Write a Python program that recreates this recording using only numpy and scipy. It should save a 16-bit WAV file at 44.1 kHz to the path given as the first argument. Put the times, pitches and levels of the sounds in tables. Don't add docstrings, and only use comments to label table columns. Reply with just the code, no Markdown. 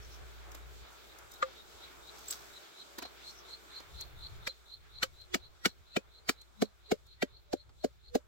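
import sys
import numpy as np
from scipy import signal
from scipy.fft import rfft, irfft
from scipy.io import wavfile

SR = 44100
rng = np.random.default_rng(int(sys.argv[2]) if len(sys.argv) > 2 else 0)


def int16_out(signal):
    q = np.round(np.clip(np.atleast_2d(signal).T, -1, 1) * 32767)
    wavfile.write(sys.argv[1], SR, q.astype(np.int16))


N = 364707
TIME = np.arange(N) / SR
SIZE = 16384
AGE = (np.arange(SIZE) - SIZE // 2) / SR
BOWL_HZ, BOWL_T60_S = 526.4, 0.1


def undb(db):
    return 10 ** (np.asarray(db) / 20)


def curve(rows):
    return undb(np.interp(TIME, *np.transpose(rows)))


def unit(x):
    return x / np.sqrt(np.mean(x ** 2))


def colour(x, points):
    hz, db = np.transpose(points)
    freq = np.fft.rfftfreq(x.shape[-1], 1 / SR) + 1
    gain = undb(np.interp(np.log(freq), np.log(hz), db))
    return irfft(rfft(x) * gain, x.shape[-1])


def burst(x, db):
    return x * undb(db) / np.sqrt(np.sum(x ** 2, axis=-1, keepdims=True) * 100 / SR)


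def swell(rise_s, fall_s, age=AGE):
    return np.exp(-np.abs(age) / np.where(age < 0, rise_s, fall_s))


def ring(modes, hardness_db=0, pitch=1, length=1):
    age, out = np.maximum(AGE, 0), 0
    for k, (hz, db, t60) in enumerate(modes):
        shift, share_db = rng.standard_normal(2) * [.014, 2.0] * (k > 0)
        life = t60 * length ** (1 / (k + 1))
        swing = np.sin(2 * np.pi * hz * pitch * (1 + shift) * age) * np.exp(-np.log(1000) * age / life)
        mode_db = db + share_db + hardness_db * np.log2(hz / modes[0][0])
        out = out + (-1) ** k * burst(swing, mode_db)
    return out


def smear(x, spread_s, turns):
    scatter = np.fft.ifftshift(rng.standard_normal((2, SIZE)) * swell(spread_s, spread_s), axes=-1)
    shared, apart = unit(rfft(scatter).imag)
    lead = np.pi / 4 * np.tanh(10 * apart)
    phase = 2 * np.pi * turns * shared + np.array([lead, -lead])
    return irfft(rfft(x) * np.exp(1j * phase))


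def pan(x, db):
    return x * undb(np.array([[db], [-db]]) / 2)


def add(out, x, s):
    start = int(s * SR) - SIZE // 2
    lo, hi = max(start, 0), min(start + SIZE, N)
    out[:, lo:hi] += x[:, lo - start:hi - start]


def walk(rate):
    steps = rng.standard_normal(N // 100)
    return np.interp(TIME * rate, np.arange(len(steps)), steps)


def river(ripple_db=2.5):
    # time in seconds, level in
    # dB.
    levels = [(0, -55.5), (3.4, -55), (4.42, -58), (4.55, -63.5), (8.27, -70.5)]
    # frequency in Hz, gain in dB.
    spectrum = [(60, -26.5), (130, -6.5), (230, -6), (290, -4), (350, 3.5), (430, 4), (510, -2.5), (600, 0),
                (800, -1), (1000, -2.5), (1380, 1), (1900, -6.5), (2250, -3.5), (2780, -8.5), (3500, -5),
                (5500, -11.5), (6700, -12.5), (7400, -11), (8200, -16), (9800, -23), (13000, -18)]
    water = rfft(colour(rng.standard_normal((2, N)), spectrum))
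    octave = np.log2(np.maximum(np.fft.rfftfreq(N, 1 / SR), 32))
    out = 0
    for k in range(5, 16):
        band = irfft(water * np.maximum(1 - np.abs(octave - k), 0), N)
        out = out + band * undb(ripple_db * walk(14))
    return unit(out) * curve(levels)


def hum(hz=59.5, loud_db=-51.5, quiet_db=-64.5, step_s=.85):
    phase = 2 * np.pi * hz * TIME + .25 * walk(3)
    tone = np.array([np.sin(phase), np.sin(phase + 1.9)])
    return unit(tone) * curve([(step_s - .02, loud_db), (step_s + .02, quiet_db)])


def buffeting(gust_db=3):
    # time in seconds, level in dB.
    levels = [(0, -57), (.8, -58), (.9, -68.5), (3.8, -73.5), (3.92, -54), (4.43, -51.5), (4.52, -70.5),
              (5.1, -59), (6.0, -69), (8.27, -61.5)]
    # frequency in Hz, gain in dB.
    spectrum = [(20, -0.5), (42, -1), (70, 5.5), (110, -1), (170, -11), (300, -48.5)]
    rumble = colour(rng.standard_normal((2, N)), spectrum)
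    return unit(rumble * undb(gust_db * walk(21))) * curve(levels)


def scrape(spectrum, teeth_db=3.5):
    strikes = rng.standard_normal((2, SIZE)) * undb(teeth_db * walk(154.6)[:SIZE])
    return unit(colour(strikes, spectrum))


def high_insect():
    # time in seconds, level in dB.
    calls = [(0.049, -57), (.14, -55.5), (3.309, -54), (3.39, -53)]
    # frequency in Hz, gain in dB.
    resonance = [(4200, -40), (5300, 8), (5700, 3), (6300, 1), (7500, -29)]
    out = np.zeros((2, N))
    for s, db in calls:
        add(out, scrape(resonance) * swell(0.019, 0.016) * undb(db), s)
    return out


def chirping_insect(first_s=.392, period_s=.24327, quicken_s=.000178, glide_per_s=.6):
    # time in seconds, level in dB, wing tone in Hz.
    song = [(.4, -70.5, 3800), (1.848, -54, 3807), (2.549, -53.5, 3880), (3.248, -48.5, 4180),
            (4.15, -44, 4124), (5.4, -56, 4086), (6.398, -57.5, 4090), (8.1, -59.5, 4160)]
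    # frequency in Hz, gain in dB.
    resonance = [(2400, -59), (3200, -3.5), (3600, -3), (4000, 6.5), (4350, 12.5), (4700, -13), (5600, -26)]
    # frequency in Hz, gain in dB.
    lead_in = [(2900, -36.5), (3450, -10), (3620, -1.5), (3800, -10.5), (4200, -32)]
    rasp_tone_hz, rise_s, fall_s = 4095, 0.043, .014
    tone_db, rasp_db, lead_db, echo_db = -2.0, -1.5, -14, -17
    stroke = np.exp(-np.abs(AGE / np.where(AGE < 0, rise_s, fall_s)) ** 1.4)
    envelope = stroke + undb(echo_db) * swell(0.0091, 0.06)
    travel = np.cumsum(1 + glide_per_s * np.minimum(AGE, 0)) / SR
    song_s, song_db, song_hz = np.transpose(song)
    out = np.zeros((2, N))
    for k in range(33):
        s = first_s + k * period_s - quicken_s * k ** 2 / 2
        db, hz = np.interp(s, song_s, song_db), np.interp(s, song_s, song_hz)
        flutter = np.array([walk(166.4)[:SIZE] + 1j * walk(171.1)[:SIZE] for _ in range(2)])
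        tone = unit(np.real(flutter * np.exp(2j * np.pi * hz * travel)))
        position = travel * SR * hz / rasp_tone_hz
        rasp = np.array([np.interp(position, np.arange(SIZE), side) for side in scrape(resonance)])
        add(out, (undb(tone_db) * tone + undb(rasp_db) * rasp) * envelope * undb(db), s)
        add(out, scrape(lead_in) * swell(0.027, 0.098) * undb(db + lead_db), s - .07)
    return out


def ticks():
    # time in seconds, click level in dB, body level in dB.
    contacts = [(.519, -54, -65), (0.55, -50, -50.5), (1.188, -55, -78), (1.319, -52, -72),
                (1.34, -53.5, -70), (2.191, -54.5, -75), (2.285, -48.5, -75), (2.309, -40, -68),
                (2.987, -43.5, -40), (3.026, -49, -40), (3.055, -70, -44.5), (3.804, -60, -50.5),
                (4.012, -44.5, -55), (5.215, -65, -77), (6.416, -60, -75), (7.068, -66.5, -72),
                (7.694, -83, -63)]
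    # frequency in Hz, gain in dB.
    click_colour = [(1000, -6.5), (3000, 0), (4500, 4.5), (7000, 10), (7650, 6), (8400, 1), (10000, -4),
                    (12000, 7), (15500, 0)]
    body_colour = [(130, -22), (250, 10), (480, 2), (800, 5), (1300, 2.5), (2500, -5), (4500, -1),
                   (9000, -23)]
    out = np.zeros((2, N))
    for s, click_db, body_db in contacts:
        click = colour(rng.standard_normal(SIZE) * swell(.0013, .0026), click_colour)
        body = colour(rng.standard_normal(SIZE) * swell(.0018, .008), body_colour)
        add(out, smear(burst(click, click_db) + burst(body, body_db), spread_s=0.0016, turns=0.22), s)
    return out


def lump(s=1.4295):
    out = np.zeros((2, N))
    bowl = ring([(BOWL_HZ, -32, BOWL_T60_S)], length=1.32)
    bowl = colour(bowl, [(150, -23), (450, 1)])
    wall = clack(db=-22.5, tilt_db=-12, pitch=.885, length=0.9)
    wall = colour(wall, [(150, -12), (1200, 0.5), (1800, -9), (3600, 6)])
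    add(out, smear(bowl, spread_s=0.0011, turns=0.25) + wall, s - .0023)
    snap = colour(crunch(db=-43.5), [(3600, 7.5), (5000, -2.5), (7600, 1.5), (10000, -16)])
    add(out, snap, s)
    return out


def clack(db, tilt_db, pitch, length):
    # frequency in Hz, level in dB, t60 in seconds.
    modes = [(1362, -0.5, 0.048), (1596, -3, 0.052), (1914, -1, 0.023), (2345, 2, 0.037), (2640, -8, 0.015),
             (3085, -6.5, 0.047), (3690, -7.5, 0.013), (4460, -8.5, 0.028)]
    radiation = [(400, -32.0), (900, -10), (1200, -1.0), (4500, 0.0), (9000, -9.5)]
    wall = colour(ring(modes, tilt_db, pitch, length), radiation)
    return pan(smear(burst(wall, db), spread_s=0.0016, turns=0.29), db=2.5)


def crunch(db, squelch_db=-11.5):
    # frequency in Hz, gain in dB.
    spectrum = [(700, -7.5), (1400, -2.5), (2700, -7.5), (3700, -4.5), (4400, -1), (5300, -4), (6400, -7),
                (7500, -5.5), (8600, -17), (10500, -19.5), (12000, -16), (15500, -18.5)]
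    crush = swell(0.0031, 0.0039) + undb(squelch_db) * swell(0.0069, 0.013)
    tearing = colour(rng.standard_normal(SIZE) * crush, spectrum)
    return pan(smear(burst(tearing, db), spread_s=0.0015, turns=0.078), db=-1.5)


def salt(pour_s=2.325, rush_db=-38.5, trickle_db=-50.5, grain_db=4):
    # frequency in Hz, gain in dB.
    spectrum = [(500, -13), (1500, 5), (2600, -1), (4000, 7), (6500, 7.5), (7250, -1), (7650, 7), (8200, 0),
                (10000, -7), (12500, 1), (15000, -0.5)]
    # time in seconds, level in dB.
    taps = [(2.284, -41), (2.309, -35)]
    # frequency in Hz, level in dB, t60 in seconds.
    spoon_modes = [(7650, -2, .045), (15000, -8, .025)]
    grains = rng.standard_normal((2, N)) * undb(grain_db * walk(600))
    rush = undb(rush_db) * swell(0.0099, 0.013, TIME - pour_s)
    trickle = undb(trickle_db) * swell(0.16, 0.16, TIME - pour_s)
    out = unit(colour(grains, spectrum)) * (rush + trickle)
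    for s, db in taps:
        add(out, smear(burst(ring(spoon_modes), db), spread_s=0.0012, turns=.12), s)
    return out


def thud(db, tilt_db, length, low_hz=140, high_hz=860):
    # frequency in Hz, level in dB, t60 in seconds.
    modes = [(196, 1, 0.071), (264, 3.5, 0.06), (361.3, 3.5, 0.045), (445.4, 1.5, 0.05),
             (586.4, -10, 0.083), (670, -0.5, 0.027), (760.6, -4.5, 0.022)]
    freq = np.fft.rfftfreq(SIZE, 1 / SR) + 1
    soft_push = 1 / np.sqrt((1 + (low_hz / freq) ** 4) * (1 + (freq / high_hz) ** 16))
    rocking = ring(modes, tilt_db, length=length)
    return burst(irfft(rfft(rocking) * soft_push), db)


def pounding():
    # time in seconds, thud lag in seconds, levels in dB of thud, bowl ring,
    # wall clack and crunch, then the wall's pitch as a factor set by the spot the pestle touches.
    blows = [(4.475, .004, -72, -44.5, -33.5, -36, 1.02), (5.0331, .003, -46, -37, -26, -29.5, 0.97),
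             (5.3471, 0.0029, -30, -43.5, -28, -30, 0.94), (5.6584, 0.0024, -27.5, -41, -23, -25.5, 0.96),
             (5.9683, .0023, -26, -35.5, -29, -36, .99), (6.2946, 0.0016, -29.5, -50, -28, -26.5, 0.99),
             (6.6233, 0.00083, -21, -32.5, -38.5, -33, 0.94), (6.9188, 0.004, -21.5, -36, -37, -34, 0.94),
             (7.227, 0.0016, -25, -51, -30.5, -37, 1.017), (7.5335, 0.00252, -26.5, -34, -53, -39.5, 1.02),
             (7.846, 0.00213, -24, -34.5, -65.5, -39.5, 1.3), (8.1545, 0.0029, -21.5, -32, -66, -35.5, 1.0)]
    pressed_wall, pressed_bowl, pressed_thud = .65, 0.63, 0.59
    first_s = blows[0][0]
    out = np.zeros((2, N))
    for s, lag, thud_db, bowl_db, clack_db, crunch_db, wall_pitch in blows:
        thud_tilt = -6.5 + 3.5 * (s - first_s)
        body = thud(thud_db, thud_tilt, pressed_thud)
        bowl = ring([(BOWL_HZ, bowl_db, BOWL_T60_S)], length=pressed_bowl)
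        add(out, smear(body + bowl, spread_s=0.0014, turns=0.37), s + lag - .003)
        clack_tilt = 3.5 + 0.02 * (clack_db + 36)
        add(out, clack(clack_db, clack_tilt, wall_pitch, pressed_wall), s - .0025)
        add(out, crunch(crunch_db), s)
    return out


def scene(dip_s=2.73, dip_width_s=0.16, dip_db=-14):
    foreground = lump() + pounding() + ticks() + salt()
    background = chirping_insect() + high_insect() + river()
    bass_dip = undb(dip_db * np.exp(-((TIME - dip_s) / dip_width_s) ** 2))
    return foreground + background + (hum() + buffeting()) * bass_dip


def record(dry, top_hz=15850):
    return signal.sosfilt(signal.ellip(10, .1, 80, top_hz, fs=SR, output="sos"), dry)


dry = scene()
out = record(dry)
int16_out(out)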